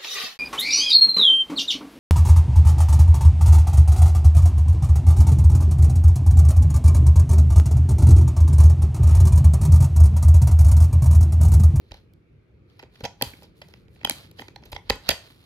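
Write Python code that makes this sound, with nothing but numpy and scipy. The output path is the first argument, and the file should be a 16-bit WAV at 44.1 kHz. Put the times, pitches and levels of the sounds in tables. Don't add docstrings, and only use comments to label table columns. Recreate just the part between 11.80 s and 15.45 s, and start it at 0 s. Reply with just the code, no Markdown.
import sys
import numpy as np
from scipy import signal
from scipy.fft import rfft, irfft
from scipy.io import wavfile
from scipy.ndimage import uniform_filter1d

SR = 44100
rng = np.random.default_rng(int(sys.argv[2]) if len(sys.argv) > 2 else 0)


def put_to_file(sound):
    columns = np.atleast_2d(sound).T
    safe = np.clip(columns, -1, 1)
    whole_steps = np.round(safe * 32767)
    wavfile.write(sys.argv[1], SR, whole_steps.astype(np.int16))


N = 160965


def case_clicks():
    # start in seconds, body level in dB, favoured body pitch in Hz, shell, rib and crack levels
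    # in dB, left lag in ms, left over right in dB (limited below), slip length in ms,
    # then any pitches that ring out in Hz.
    clicks = [(0.108, -44, 300, -51, -55, -78, -0.0044, -4, 6),
              (0.1168, -41, 620, -46, -39.5, -63, -0.2, -4.5, 2.1, 4100),
              (0.1406, -47, 700.0, -50, -47, -63, -0.17, -1.5, 2.5, 4200),
              (0.3352, -91, 310.0, -84, -66.5, -66, 0.0, -4, 1.9),
              (0.8973, -68.5, 351, -80, -65, -87, -0.09, 8, 2.9),
              (0.992, -48, 930, -42.5, -45.5, -60, -0.18, -4, 5.9),
              (1.0255, -40.5, 398, -47, -53, -64, -0.23, -2, 1.76),
              (1.034, -43, 424, -52, -56, -80, 0.11, -11, 1.2),
              (1.1561, -80.5, 420.0, -55, -54.5, -75, -0.084, -5, 2.5),
              (1.2036, -37, 392, -46, -47.5, -58, -0.16, -4.5, 5.9),
              (1.233, -47.5, 520.0, -59, -59.5, -62, 0.007, -2.5, 5),
              (1.237, -34, 590, -47, -37, -51, 0.021, 6, 2.8),
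              (1.2413, -29.5, 510.0, -37.5, -34.5, -56, -0.092, -7, 3.1),
              (1.247, -33.5, 630.0, -46, -38, -54, -0.31, 22, 7.6),
              (1.25, -26.5, 720, -32.5, -33, -47, 0.0056, -6, 1.5),
              (1.2518, -30, 760.0, -45, -30, -63, 0.13, -7, 4.5),
              (1.259, -43.5, 672, -40, -43.5, -55, 0.24, -16, 2.0),
              (1.412, -27, 820, -30, -34, -61, -0.15, -4, 0.88, 1850),
              (1.4159, -28, 260, -44, -37.5, -80, -0.15, 8, 4.9),
              (1.4222, -24.5, 565, -29, -18, -19, 0.1, -2, 2.2, 2700, 4500),
              (1.534, -44, 300.0, -44, -60.5, -63, 0.12, -13, 3),
              (1.588, -53, 320.0, -60.5, -61.5, -73, -0.17, 5, 2.0),
              (1.622, -48.5, 587, -58.5, -55.5, -65, -0.093, -4, 1.74),
              (1.629, -47, 382, -54.5, -48, -54, -0.13, -2, 11),
              (1.815, -42, 583, -41, -42, -58, -0.22, -3.5, 6),
              (1.885, -52, 440.0, -66, -58, -61, -0.21, -3, 1.8),
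              (1.9377, -50.5, 493, -47, -51, -71, -0.16, -7.5, 0.88),
              (2.081, -56, 400.0, -63, -65, -86, -0.34, -7.5, 1.78),
              (2.159, -56, 439, -58.5, -66, -79, 0.062, -5, 2.0),
              (2.21, -50.5, 524, -45.5, -59, -78, -0.26, -1.5, 4.3),
              (2.232, -42, 330.0, -47, -54.5, -74.5, -0.18, -6.5, 0.91),
              (2.2465, -33, 260, -34, -19, -40, -0.08, -3, 3, 3150),
              (2.2492, -25, 820, -30, -23, -30, -0.13, -4.5, 0.69, 3150, 2300),
              (2.272, -36, 420, -34, -33, -52, -0.21, -6, 1.5, 1520, 3100),
              (2.2967, -31, 800, -28, -22.5, -18.5, 0.1, -1.5, 0.7, 2350, 4220),
              (2.308, -31.5, 290.0, -33, -27, -59, -0.18, -1, 1.6),
              (2.443, -46.5, 320.0, -57, -61.5, -71, -0.28, -13, 2.0),
              (2.513, -52, 390.0, -58, -55.5, -53.5, 0.24, -0.5, 1.3),
              (2.584, -42, 470.0, -62, -40, -71.5, -0.27, -6, 11),
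              (2.593, -40.5, 700, -36.5, -41, -62, -0.18, -5, 2.6, 1800, 3250),
              (2.601, -37.5, 310.0, -52, -50.5, -53, -0.18, 10, 8.8),
              (2.61, -51, 440.0, -57, -44.5, -49.5, -0.31, -4, 9.4),
              (2.618, -40, 730, -40, -48.5, -62, -0.11, -2, 3, 2000),
              (2.682, -42, 350.0, -43.5, -46, -63, -0.19, -5.5, 1.96),
              (2.759, -40.5, 800, -46.5, -42, -65.5, 0.01, -9.5, 3, 4300),
              (2.8225, -51, 800, -62.5, -62.5, -90, 0.0, -5, 3.4),
              (2.834, -61.5, 610.0, -49.5, -52.5, -76, -0.2, -4, 4),
              (2.852, -47.5, 380.0, -53, -50, -53.5, -0.17, -5.5, 11.1),
              (2.917, -41.5, 610.0, -41, -38, -44, -0.16, -1, 11),
              (2.929, -34.5, 800, -41.5, -39, -46.5, 0.016, -3, 1.07, 3350, 4050),
              (2.946, -44, 432, -52.5, -41.5, -57, -0.25, 3, 11),
              (2.962, -33, 780, -33.5, -36, -63, -0.18, -11, 2.5, 2020, 3450),
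              (3.091, -50, 600, -40, -38, -60, -0.1, -4, 7, 3200, 2250),
              (3.0985, -21, 730, -26, -17, -47, -0.19, -8, 0.9, 4500),
              (3.101, -30, 476, -28, -29, -34, -0.083, -4, 2),
              (3.1032, -19, 460, -19, -22, -31, -0.056, 0, 0.8, 1900, 3900),
              (3.156, -42, 410.0, -54, -53, -51.5, -0.5, -1, 3.8),
              (3.282, -45, 600, -30, -29, -55, 0.5, -2, 9, 2650, 4500),
              (3.29, -21, 580, -18, -12, -19, 0.75, -3.5, 1.1, 2650, 4550),
              (3.292, -26, 590, -26, -22, -27.5, 0.55, 1, 3.5, 3350),
              (3.303, -35, 610.0, -26, -21, -36, 0.49, -5, 5, 4550),
              (3.309, -30, 590, -27, -21, -35, 0.06, -1, 8, 3300),
              (3.501, -52, 280.0, -55, -60, -71, -0.13, -1, 1.7)]
    # frequency in Hz, relative level in dB, T60 in seconds.
    body_modes = [(255, -2.5, 0.03), (360, -7, 0.025), (450, -2.5, 0.018), (590, -1.5, 0.016),
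                  (720, -1.5, 0.016), (835, 1, 0.016), (1010, -8, 0.018)]
    shell_modes = [(1490, -2, 0.012), (1800, 1, 0.012), (2020, 1.5, 0.012), (2300, 1, 0.012),
                   (2660, 1, 0.01)]
    rib_modes = [(3150, 1, 0.008), (3400, -1, 0.006), (3950, 0, 0.006), (4250, 0, 0.005),
                 (4580, 0.5, 0.005), (5250, -2, 0.004), (6350, -7, 0.004)]
    crack_modes = [(7060, 6, 0.001), (9050, -3, 0.004), (10520, 3.5, 0.0023), (11650, 5, 0.003),
                   (13100, 6, 0.002), (14300, 4, 0.0025)]
    body_hz, crack_hz = np.transpose(body_modes)[0], np.transpose(crack_modes)[0]
    out = np.zeros((3, N))
    for (start_s, body_db, favoured_hz, shell_db, ribs_db, crack_db,
         lag_ms, pan_db, slip_ms, *ringing_hz) in clicks:
        slip = slip_burst(slip_ms / 1000)
        snap = slip_burst(0.4 * slip_ms / 1000)
        body = shift_levels(body_modes, -14 * abs(np.log2(body_hz / favoured_hz)))
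        tilt_db_per_octave = 0.6 * np.clip(crack_db - ribs_db + 8, 0, 20)
        crack = shift_levels(crack_modes, tilt_db_per_octave * np.log2(crack_hz / crack_hz[0]))
        high = (ring_modes(boost_near(shell_modes, ringing_hz), slip, shell_db)
                + ring_modes(boost_near(rib_modes, ringing_hz), slip, ribs_db)
                + ring_modes(crack, snap, crack_db))
        high *= gain_of(np.clip(pan_db, -9, 6) * np.array([[0.5], [-0.5], [0]]))
        low = ring_modes(body, slip, body_db, listener_spread_db=0)
        for channel, lag_s in enumerate((lag_ms / 1000, 0, 0)):
            add(out[channel], start_s + lag_s, high[channel])
            add(out[channel], start_s + 0.35 * lag_s, low[channel])
    return out


def slip_burst(length_s):
    progress = np.arange(1536) / SR / length_s
    envelope = progress ** 1.2 * np.exp(-2.2 * progress)
    slips = rng.standard_normal(len(progress))
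    for _ in range(4):
        spectrum = rfft(np.sign(slips) * np.sqrt(abs(slips)) * envelope)
        slips = irfft(spectrum / (abs(spectrum) + 1e-12)) / (envelope + 0.02 * envelope.max())
    return slips * envelope


def ring_modes(modes, slip, level_db, spot_spread_db=1.8, listener_spread_db=1.5):
    t = np.arange(2400) / SR
    hz, mode_db, t60_s = np.transpose(modes)[:, :, None]
    spot, detune, *listeners = rng.standard_normal((len(modes), 5)).T[:, :, None]
    polarity = (-1.) ** np.arange(len(modes))[:, None]
    decay = gain_of(mode_db + spot_spread_db * spot - 60 * t / t60_s)
    tones = polarity * decay * np.sin(2 * np.pi * hz * (1 + 0.012 * detune) * t)
    responses = [(tones * gain_of(listener_spread_db * listener)).sum(0) for listener in listeners]
    rings = [signal.fftconvolve(response, slip) for response in responses]
    return np.array([gain_of(level_db) * x / np.sqrt(np.sum(x[:1200] ** 2) / 150) for x in rings])


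def shift_levels(modes, shift_db):
    hz, mode_db, t60_s = np.transpose(modes)
    return np.column_stack([hz, mode_db + shift_db, t60_s])


def boost_near(modes, pitches_hz, boost_db=11, width_octaves=0.08):
    octaves = np.log2(np.transpose(modes)[0][:, None] / np.reshape(pitches_hz, (1, -1)))
    return shift_levels(modes, boost_db * np.exp(-(octaves / width_octaves) ** 2).sum(1))


def thuds(attack_s=0.0088):
    # start in seconds, level in dB, frequency in Hz, T60 in seconds.
    knocks = [(.115, -17, 54.6, 0.028), (1.233, -13.5, 106.5, 0.031), (1.417, -28, 113, 0.13),
              (1.468, -22, 80.2, 0.048), (2.933, -15.5, 55.7, 0.032), (3.102, -19.5, 56.4, 0.088),
              (3.106, -24, 95, .06), (3.301, -34, 121, 0.077), (3.296, -25, 67, 0.092)]
    out, t = np.zeros(N), np.arange(SR // 4) / SR
    for start_s, level_db, hz, t60_s in knocks:
        envelope = gain_of(level_db - 60 * t / t60_s) * np.minimum(t / attack_s, 1)
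        add(out, start_s, envelope * np.sin(2 * np.pi * hz * t))
    return out


def finger_rub(grits_per_s=1500, grit_spread_db=3.0, left_lead_ms=0.18):
    # time in seconds, hiss level in dB, scrape level in dB.
    levels = [(0, -85, -73), (0.1, -86, -70), (0.16, -77, -57), (0.26, -92, -82), (0.45, -95, -88),
              (0.85, -98, -85), (0.91, -86, -70), (0.97, -83, -71), (1.04, -84, -63), (1.09, -96, -81),
              (1.14, -74, -63.5), (1.19, -74.5, -60.5), (1.3, -82, -63), (1.38, -86, -70),
              (1.47, -51, -44.5), (1.54, -65.5, -59), (1.64, -70, -62.5), (1.7, -89, -73), (1.74, -96, -77),
              (1.77, -71, -66), (1.83, -73.5, -70.5), (1.9, -74, -66), (2.0, -79, -67.5),
              (2.08, -88.5, -84), (2.15, -71, -69), (2.21, -89, -64.5), (2.38, -59.5, -49),
              (2.47, -70, -58), (2.54, -90, -74), (2.58, -68, -58.5), (2.66, -69, -61.5),
              (2.74, -85.5, -71), (2.81, -85, -71.5), (2.89, -72, -62), (3.0, -79, -95), (3.07, -81, -57.5),
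              (3.2, -72, -67.5), (3.27, -69.5, -45.5), (3.42, -74, -55), (3.5, -64.5, -57),
              (3.57, -73, -66), (3.65, -71, -61)]
    # frequency in Hz, relative level in dB.
    hiss_spectrum = [(4000, -20.5), (6500, -5.5), (9000, -2), (12000, 1.5), (14500, -3.5), (16000, -15)]
    scrape_spectrum = [(200, -12), (500, 2), (900, 1), (2500, -0.5), (4300, 5), (5500, -8.5), (8000, -29)]
    grit = gain_of(grit_spread_db * np.minimum(rng.exponential(1, N), 5))
    grit *= rng.random(N) < grits_per_s / SR
    roughness = 1 + 1.1 * unit_rms(uniform_filter1d(grit, 40))
    noise = rng.standard_normal((3, N))
    shared = np.array([noise[2], np.roll(noise[2], round(left_lead_ms * SR / 1000))])
    friction = (noise[:2] + 1.3 * shared) * roughness
    hiss = gain_of(over_time(levels)) * unit_rms(equalise(friction, hiss_spectrum))
    scrape = gain_of(over_time(levels, column=2)) * unit_rms(equalise(friction, scrape_spectrum))
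    return hiss + scrape * gain_of([[-1.5], [1.5]])


def room_reverb(feed, tail_db=-8, early_db=-7, build_s=0.012):
    # delay in seconds, level in dB before the room's colour.
    echoes = [(.0135, -23), (.016, -24), (.022, -19), (.027, -21)]
    # frequency in Hz, T60 in seconds.
    decay_times = [(100, 0.17), (300, 0.15), (700, 0.3), (1800, 0.3), (4800, 0.28), (12000, 0.29)]
    # frequency in Hz, left-right correlation of the tail.
    correlations = [(100, .9), (600, .92), (1200, .6), (3000, 0)]
    # frequency in Hz, gain in dB.
    room_colour = [(100, 4), (500, -4), (2000, -4.5), (4500, -6), (8000, -1), (14000, -14)]
    taps = np.zeros((2, SR))
    positions = np.arange(140, SR - 20, 20) + rng.integers(0, 20, (2, (SR - 141) // 20))
    np.put_along_axis(taps, positions, rng.choice([-1., 1.], positions.shape), 1)
    taps[:, :round(build_s * SR)] *= gain_of(early_db)
    hz, t, spectra = signal.stft(taps, SR, nperseg=256)
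    spectra = stereo_pair(*spectra, at_hz(correlations, hz)[:, None])
    spectra *= gain_of(-60 * t / at_hz(decay_times, hz)[:, None])
    response = signal.istft(spectra, SR, nperseg=256)[1][:, :SR]
    response *= gain_of(tail_db) / np.linalg.norm(response[0])
    for delay_s, level_db in echoes:
        response[[0, 1], round(delay_s * SR) + rng.integers(0, 8, 2)] += gain_of(level_db)
    return equalise(signal.fftconvolve(feed[None], response, axes=1)[:, :N], room_colour)


def room_tone(floor_db=-56, patch_spread_db=1.6):
    # frequency in Hz, relative spectral density in dB.
    spectrum = [(15, -28.5), (25, -42), (59, 6), (157, -1.5), (270, -12.5), (335, -6), (503, -14),
                (714, -26.5), (1070, -30), (1160, -25.5), (1790, -30.5), (2350, -25.5), (2910, -35),
                (16000, -69)]
    # frequency in Hz, left-right correlation.
    correlations = [(60, 0.98), (180, 0.88), (550, 0.32), (1650, -0.07), (4970, 0.05), (15000, 0.4)]
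    # time in seconds, level in dB; only the rise above the lowest counts.
    drift = [(0.0, -59.5), (0.15, -59), (0.68, -59.5), (1.09, -57.5), (1.44, -58.5), (1.81, -57),
             (2.75, -56), (3.65, -59)]
    frames, hz = N // 256 + 5, np.fft.rfftfreq(1024, 1 / SR)
    left_re, left_im, other_re, other_im, patches = rng.standard_normal((frames, 513, 5)).T
    patches = unit_rms(uniform_filter1d(uniform_filter1d(patches, 6, axis=0), 10, axis=1))
    spectra = stereo_pair(left_re + 1j * left_im, other_re + 1j * other_im, at_hz(correlations, hz)[:, None])
    spectra *= gain_of(at_hz(spectrum, hz)[:, None] + patch_spread_db * patches)
    noise = unit_rms(signal.istft(spectra, nperseg=1024, noverlap=768)[1][:, :N])
    drift_db = over_time(drift)
    return gain_of(floor_db + drift_db - drift_db.min()) * noise


def gain_of(db):
    return 10 ** (np.asarray(db) / 20)


def unit_rms(x):
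    return x / np.sqrt(np.mean(x ** 2) + 1e-20)


def at_hz(points, hz):
    knots_hz, values = np.transpose(points)
    return np.interp(np.log(hz + 1), np.log(knots_hz + 1), values)


def over_time(points, column=1):
    columns = np.transpose(points)
    return np.interp(np.arange(N) / SR, columns[0], columns[column])


def add(mix, start_s, sound):
    part = mix[round(start_s * SR):][:len(sound)]
    part += sound[:len(part)]


def equalise(x, points):
    hz = np.fft.rfftfreq(x.shape[-1], 1 / SR)
    return irfft(rfft(x) * gain_of(at_hz(points, hz)), x.shape[-1])


def stereo_pair(left, other, correlation):
    return np.array([left, correlation * left + np.sqrt(1 - correlation ** 2) * other])


def scene():
    case = case_clicks() + thuds()
    return case[:2] + room_reverb(case[2]) + finger_rub() + room_tone()


def record(dry, cutoff_hz=16800):
    # frequency in Hz, gain in dB.
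    mic_response = [(20, -22), (45, 0), (15000, 0), (16500, -6)]
    lowpass = signal.firwin(511, cutoff_hz, window=("kaiser", 9), fs=SR)
    return signal.oaconvolve(equalise(dry, mic_response), lowpass[None], "same")


dry = scene()
out = record(dry)
put_to_file(out)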